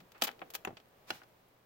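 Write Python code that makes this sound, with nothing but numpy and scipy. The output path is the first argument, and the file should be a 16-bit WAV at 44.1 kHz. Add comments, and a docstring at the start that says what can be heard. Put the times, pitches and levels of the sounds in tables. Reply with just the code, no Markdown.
"""A small quiet room, a stereo microphone close to a hard glossy table.
A metal pocket watch is turned by hand and set down: the case knocks on the top, its bow and chain
clink, and the table thuds as the watch settles. The hand slides away with a swish and one more knock,
leaving the watch ticking faintly over room air and mains hum. Each contact is a short noise burst
ringing through the colour of the body it strikes; the hand is swells of shaped noise."""
import sys
import numpy as np
from scipy import signal
from scipy.fft import rfft, irfft
from scipy.io import wavfile
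from scipy.ndimage import uniform_filter1d

SR = 44100
rng = np.random.default_rng(int(sys.argv[2]) if len(sys.argv) > 2 else 0)


def wav_out(sig):
    """Save sig, one row per channel (or a flat mono array), as 16-bit PCM at SR to the path in sys.argv[1]."""
    wavfile.write(sys.argv[1], SR, np.round(np.clip(np.atleast_2d(sig).T, -1, 1) * 32767).astype(np.int16))


N = 72765
T = np.arange(N) / SR
CONTACT_SAMPLES = 8192

# resonances of the held watch, the watch laid flat and the table, by body (negative lift is a hollow):
# pitch_hz, width_hz, lift_db
BODY_MODES = {"held": [(250, 38, 3), (667, 73, 7.5), (802, 67, 11), (1274, 140, 7.5), (1640, 71, 3.5),
              (2130, 220, -2.5), (2335, 130, 4), (2582, 200, 8), (2780, 160, -5.5), (3005, 120, 8),
              (3320, 230, 7.5), (3820, 90, 0), (4650, 135, 5.5), (5340, 56, -4), (7520, 120, 6.5),
              (13700, 210, 2.5)], "flat": [(764, 133, 12.5), (1350, 140, 1.5), (2300, 160, -6),
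              (2635, 580, 9.5), (6030, 500, 10), (6960, 640, 17), (11200, 270, 10.5), (12800, 770, 6)],
              "table": [(345, 62, 4), (767, 250, 8.5), (1436, 194, 10.5), (1760, 140, 4.5),
              (2360, 360, 5.5), (2836, 320, 19), (3370, 170, 14), (3755, 220, -13), (4150, 400, 10.5),
              (4500, 200, -8), (5010, 320, 7.5)]}
# how alike left and right are for sounds at the table: frequency_hz, correlation
CLOSE_LIKENESS = [(100, 1), (350, .93), (700, 0.38), (1400, 0), (3000, 0.15), (8000, 0.004), (15000, 0)]
# how alike left and right are for diffuse sound: frequency_hz, correlation
DIFFUSE_LIKENESS = [(50, 0.82), (250, 0.88), (700, 0.21), (2000, 0.067), (10000, 0.037)]


def knocks(gain_db=12):
    """Hard contacts ring the metal and the table top together; fingers damp the ring."""
    # knocks: start_s, body, level_db, bass_db, treble_db_per_octave, ring_share, decay_s, pan_left_db
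    hits = [(0.2206, "held", -4.5, -4, 2, 1, 0.0027, 1.5),
            (0.2259, "held", -17.5, 18.5, 1, 0.29, 0.0014, -1.5),
            (0.2702, "held", -19, -0.5, -1, 0.42, 0.0022, 0),
            (0.2794, "held", -15, -7, -11.5, 0.55, 0.0019, 4),
            (0.2896, "held", -11.5, -12.5, -25, 0.31, 0.001, 5.5),
            (0.297, "held", -33, 15, -4, 0.36, 0.0022, 4),
            (0.3924, "held", -31.5, -24, -9, 0.61, 0.0013, 3),
            (0.417, "held", -15.5, 1.5, -31.5, 0.38, 0.0024, 3.5),
            (0.4230, "held", -21.5, 6, -52.5, 0.69, 0.0048, -5),
            (0.4322, "held", -51, -12, -37, .2, 0.0024, -38), (0.6494, "flat", -11, -1.5, 0.5, 1, 0.002, 1),
            (0.6739, "held", -20.5, -14, -18, 0.093, .002, 4),
            (0.7694, "held", -26.5, -17, -7.5, 0.44, .002, -6),
            (0.7731, "held", -31, -9, -6.5, 0.48, 0.006, 8.5),
            (0.8002, "held", -36.5, 0.5, -5, .4, .003, 0), (1.1040, "table", -10.5, 1, 1, 0.83, .0021, 1),
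            (1.2170, "table", -25.5, -9.5, -34, .3, 0.0038, 4),
            (1.2330, "table", -36.5, 5, 1.5, 0.31, 0.0034, 4)]
    # broad colour of a knock, by body: frequency_hz, level_db
    colours = {"held": [(60, -27.5), (140, -24), (215, -5.5), (330, -6.5), (500, -3), (740, 1.5),
               (1100, -4), (2000, -3.5), (3300, -2.5), (5000, -6), (9000, -16), (15000, -17)],
               "flat": [(60, -19), (170, -9.5), (400, -5), (550, -19), (850, -2.5), (1700, -2.5),
               (3000, -8), (4500, -23.5), (9000, -28), (14000, -23.5)], "table": [(40, -24), (140, -14.5),
               (240, -2.5), (550, -6), (750, 0), (1100, -5), (1450, 1), (2000, -5), (2800, -8), (5000, -10),
               (9000, -23.5), (15000, -23)]}
    # how each body rings out: hold_s, tail_db, tail_s
    ring_out = {"held": (0.0013, -18, 0.013), "flat": (0.0017, -24, 0.018), "table": (0.0027, -21.5, 0.017)}
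    out = np.zeros((2, N))
    for start_s, body, level_db, bass_db, treble_slope, ring_share, decay_s, pan_db in hits:
        body_db = at_hz(colours[body], bins(CONTACT_SAMPLES)) + ring_share * resonances(BODY_MODES[body])
        colour_db = gain_db + level_db + body_db + shelves(bass_db, treble_slope)
        hold_s, tail_db, tail_s = ring_out[body]
        add(out, start_s, contact(colour_db, pan_db, hold_s, decay_s, tail_db, tail_s))
    return out


def clinks(gain_db=8, ring_share=0.48):
    """The bow and chain flick against the case, bright and light."""
    # clinks: start_s, level_db, treble_db_per_octave, decay_s, pan_left_db
    hits = [(0.0030, -33.5, -6, 0.0049, 3), (0.119, -35.5, -2, 0.0024, 5), (0.1798, -49.5, 0.5, .002, 14),
            (0.214, -23.5, -1.5, 0.0081, -11), (0.2370, -17.5, 3, 0.0037, 10),
            (0.243, -14, 0.5, 0.0056, -3.5), (0.2470, -16.5, -0.5, 0.0047, 5),
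            (0.2733, -16.5, -2, 0.005, -2), (0.3140, -30, -5.5, 0.001, -1),
            (0.5026, -31.5, 1.5, 0.0037, 1.5), (0.5370, -28.5, 1, 0.0023, 0), (0.5441, -22.5, 0, .003, 0),
            (0.5504, -14.5, 0.5, 0.0035, 1), (0.5605, -28.5, -1.5, .003, -0.5)]
    # colour of small metal parts: frequency_hz, level_db
    colour = [(60, -30), (140, -26), (250, -8.5), (700, -1), (1800, 1), (4000, -0.5), (6500, -3),
              (9500, -9), (14000, 0.5), (16000, -2.5)]
    out = np.zeros((2, N))
    body_db = at_hz(colour, bins(CONTACT_SAMPLES)) + ring_share * resonances(BODY_MODES["held"])
    for start_s, level_db, treble_slope, decay_s, pan_db in hits:
        colour_db = gain_db + level_db + body_db + shelves(0, treble_slope)
        clink = contact(colour_db, pan_db, hold_s=0.0023, decay_s=decay_s, tail_db=-15, tail_s=0.0082)
        add(out, start_s, clink)
    return out


def thuds(gain_db=10):
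    """Dull table thuds as the watch settles, and again as the withdrawing hand knocks the table."""
    # soft thuds: start_s, level_db, bass_db
    hits = [(0.6726, -3, -7.5), (0.679, -8.5, -4), (0.6923, -25.5, 11), (0.705, -18, -1),
            (0.7112, -30.5, 4.5), (0.7270, -31.5, 11.5), (1.116, -22.5, 5), (1.1320, -33.5, 5),
            (1.154, -39.5, 9.5)]
    # dull colour of the table: frequency_hz, level_db
    colour = [(25, -19.5), (55, -14), (90, -4.5), (170, -0.5), (310, 0.5), (700, 1), (1200, -11),
              (2500, -24), (16000, -55)]
    out = np.zeros((2, N))
    body_db = at_hz(colour, bins(CONTACT_SAMPLES))
    for start_s, level_db, bass_db in hits:
        colour_db = gain_db + level_db + body_db + shelves(bass_db, 0)
        thud = contact(colour_db, pan_db=0, hold_s=0.0019, decay_s=0.0032, tail_db=-14, tail_s=0.015)
        add(out, start_s, thud)
    return out


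def ticks(first_s=0.084, gap_s=0.2, tick_db=-32.5, tock_db=-31.5):
    """The escapement ticks five times a second on alternate pallets, one louder than the other."""
    # thin, high colour of a tick: frequency_hz, level_db
    colour = [(1000, -32), (10500, -21), (11200, -4.5), (11450, -1), (11750, -12), (12400, -17.5)]
    out = np.zeros((2, N))
    for beat, start_s in enumerate(np.arange(first_s, N / SR, gap_s)):
        colour_db = (tock_db if beat % 2 else tick_db) + at_hz(colour, bins(CONTACT_SAMPLES))
        tick = contact(colour_db, pan_db=0, hold_s=0.0033, decay_s=0.0022, tail_db=-25, tail_s=0.006)
        add(out, start_s, tick)
    return out


def slides():
    """Skin and sleeve slide on the table: friction hiss swells and fades with the hand."""
    # strokes of the hand: start_s, peak_s, end_s, level_db, treble_db_per_octave
    strokes = [(0.147, 0.141, 0.21, -56, -16), (0.187, 0.235, 0.36, -58, -11), (0.51, 0.533, 0.5, -58, 0.5),
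               (1.065, 1.096, 1.120, -52, 2), (1.092, 1.111, 1.238, -54, 0.5),
               (1.11, 1.156, 1.200, -56.5, 5.5)]
    # colour of the friction: frequency_hz, level_db
    colour = [(100, -21), (500, -0.5), (1000, 0.5), (2500, -2), (5500, -7.5), (9000, -18.5), (15000, -16.5)]
    out = np.zeros((2, N))
    for start_s, peak_s, end_s, level_db, treble_slope in strokes:
        swell = from_db(level_db) * np.interp(T, [start_s, peak_s, end_s], [0, 1, 0])
        tilted = [(hz, db + treble_slope * octaves_of_treble(hz)) for hz, db in colour]
        out += swell * noise(tilted, CLOSE_LIKENESS)
    return out


def rustles(fall_db_per_octave=12.5):
    """The moving hand and sleeve make a soft, dull rustle."""
    # moves of the hand: start_s, peak_s, end_s, level_db, centre_hz
    moves = [(-0.08, 0, 0.097, -60, 186), (0.204, 0.383, 1, -63, 447), (0.797, 0.97, 1.25, -72.5, 460)]
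    out = np.zeros((2, N))
    for start_s, peak_s, end_s, level_db, centre_hz in moves:
        swell = from_db(level_db) * np.interp(T, [start_s, peak_s, end_s], [0, 1, 0])
        band = [(hz, -fall_db_per_octave * abs(np.log2(hz / centre_hz))) for hz in bins(CONTACT_SAMPLES)]
        out += swell * noise(band, DIFFUSE_LIKENESS)
    return out


def room(direct, t60_s=0.22, level_db=-19.5, delay_s=0.0065):
    """The small room returns a short diffuse tail, different on each side."""
    # colour of the reflections: frequency_hz, level_db
    colour = [(100, 16), (600, 4.5), (2500, 2.5), (6000, -2.5), (15000, -2)]
    tail = noise(colour, DIFFUSE_LIKENESS) * from_db(-60 * T / t60_s) * (T > delay_s)
    tail /= np.sqrt(np.sum(tail ** 2) / 2)
    return from_db(level_db) * signal.fftconvolve(direct, tail, axes=1)[:, :N]


def room_tone(hum_hz=120.2, hum_db=-80):
    """Room air with a faint mains hum."""
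    # colour of the air: frequency_hz, level_db
    colour = [(25, -6.5), (70, -6), (120, 0), (180, -1), (260, -5.5), (420, -2), (620, -1.5), (900, -4),
              (1400, -9), (2200, -12.5), (3500, -16), (5500, -21.5), (9500, -26.5), (12000, -23),
              (15500, -18)]
    # slow drift of the air: time_s, level_db
    drift = [(0, -64), (0.1, -64.5), (0.45, -62.5), (0.85, -66), (1.02, -64), (1.3, -65), (1.65, -67.5)]
    air = from_db(np.interp(T, *np.transpose(drift))) * noise(colour, DIFFUSE_LIKENESS)
    hum = from_db(hum_db) * np.sqrt(2) * np.sin(2 * np.pi * hum_hz * T)
    return air + hum


def contact(colour_db, pan_db, hold_s, decay_s, tail_db, tail_s, attack_s=0.00023):
    """A dense burst of micro-impacts, evened in spectrum, rings through the body's colour."""
    t = np.arange(CONTACT_SAMPLES) / SR
    rise = 1 - np.exp(-t / attack_s)
    fall = np.exp(-np.maximum(t - hold_s, 0) / decay_s) + from_db(tail_db) * np.exp(-t / tail_s)
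    burst = rfft(rng.standard_normal((2, CONTACT_SAMPLES)) * fall * rise)
    smoothed = np.sqrt(uniform_filter1d(abs(burst) ** 2, size=55, axis=1))
    ring = burst * minimum_phase(from_db(colour_db) / smoothed)
    balance = from_db([[pan_db / 2], [-pan_db / 2]])
    return irfft(stereo(ring, CLOSE_LIKENESS, bins(CONTACT_SAMPLES))) * balance


def resonances(modes):
    """Gain in dB of a body's resonances, as bell curves."""
    hz = bins(CONTACT_SAMPLES)
    return sum(db * 0.5 ** ((2 * (hz - pitch_hz) / width_hz) ** 2) for pitch_hz, width_hz, db in modes)


def shelves(bass_db, treble_slope, bass_hz=580):
    """Tilt in dB: a heavy contact has more bass, and hardness sets the slope of the treble."""
    hz = bins(CONTACT_SAMPLES)
    return bass_db / (1 + (hz / bass_hz) ** 2) + treble_slope * octaves_of_treble(hz)


def octaves_of_treble(hz, corner_hz=2800):
    """Octaves above the treble corner, with a soft knee."""
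    return np.log2(1 + (hz / corner_hz) ** 4) / 4


def minimum_phase(gain):
    """Causal filter with this gain: nothing sounds early."""
    cepstrum = irfft(np.log(gain + 1e-9))
    fold = 1 + np.sign(CONTACT_SAMPLES // 2 - np.arange(CONTACT_SAMPLES))
    fold[0] = 1
    return np.exp(rfft(cepstrum * fold))


def noise(colour, likeness):
    """Stereo noise of rms 1 with this colour and left-right likeness."""
    hz = bins(N)
    white = stereo(rfft(rng.standard_normal((2, N))), likeness, hz)
    shaped = irfft(white * from_db(at_hz(colour, hz)), N)
    return shaped / shaped.std()


def stereo(pair, likeness, hz):
    """Two unrelated spectra become left and right with the given likeness."""
    correlation = np.clip(at_hz(likeness, hz), -0.99, 0.99)
    mid = np.sqrt((1 + correlation) / 2) * pair[0]
    side = np.sqrt((1 - correlation) / 2) * pair[1]
    return np.array([mid + side, mid - side])


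def from_db(db):
    """Decibels to gain."""
    return 10 ** (np.asarray(db) / 20)


def bins(size):
    """Frequencies of a spectrum, floored at 1 Hz."""
    return np.maximum(np.fft.rfftfreq(size, 1 / SR), 1)


def at_hz(points, hz):
    """Read a table on a log-frequency axis."""
    points_hz, values = np.transpose(points)
    return np.interp(np.log(hz), np.log(points_hz), values)


def add(out, start_s, sound):
    """Mix a contact in at its start time."""
    i = max(int(start_s * SR), 0)
    out[:, i:i + CONTACT_SAMPLES] += sound[:, :N - i]


def scene():
    """The watch and hand up close, with the room behind them."""
    direct = knocks() + clinks() + thuds() + slides() + ticks()
    return direct + room(direct) + rustles() + room_tone()


def record(dry, cutoff_hz=16000):
    """The recorder cuts the top steeply."""
    return signal.sosfilt(signal.ellip(10, 0.2, 70, cutoff_hz, fs=SR, output="sos"), dry)


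dry = scene()
out = record(dry)
wav_out(out)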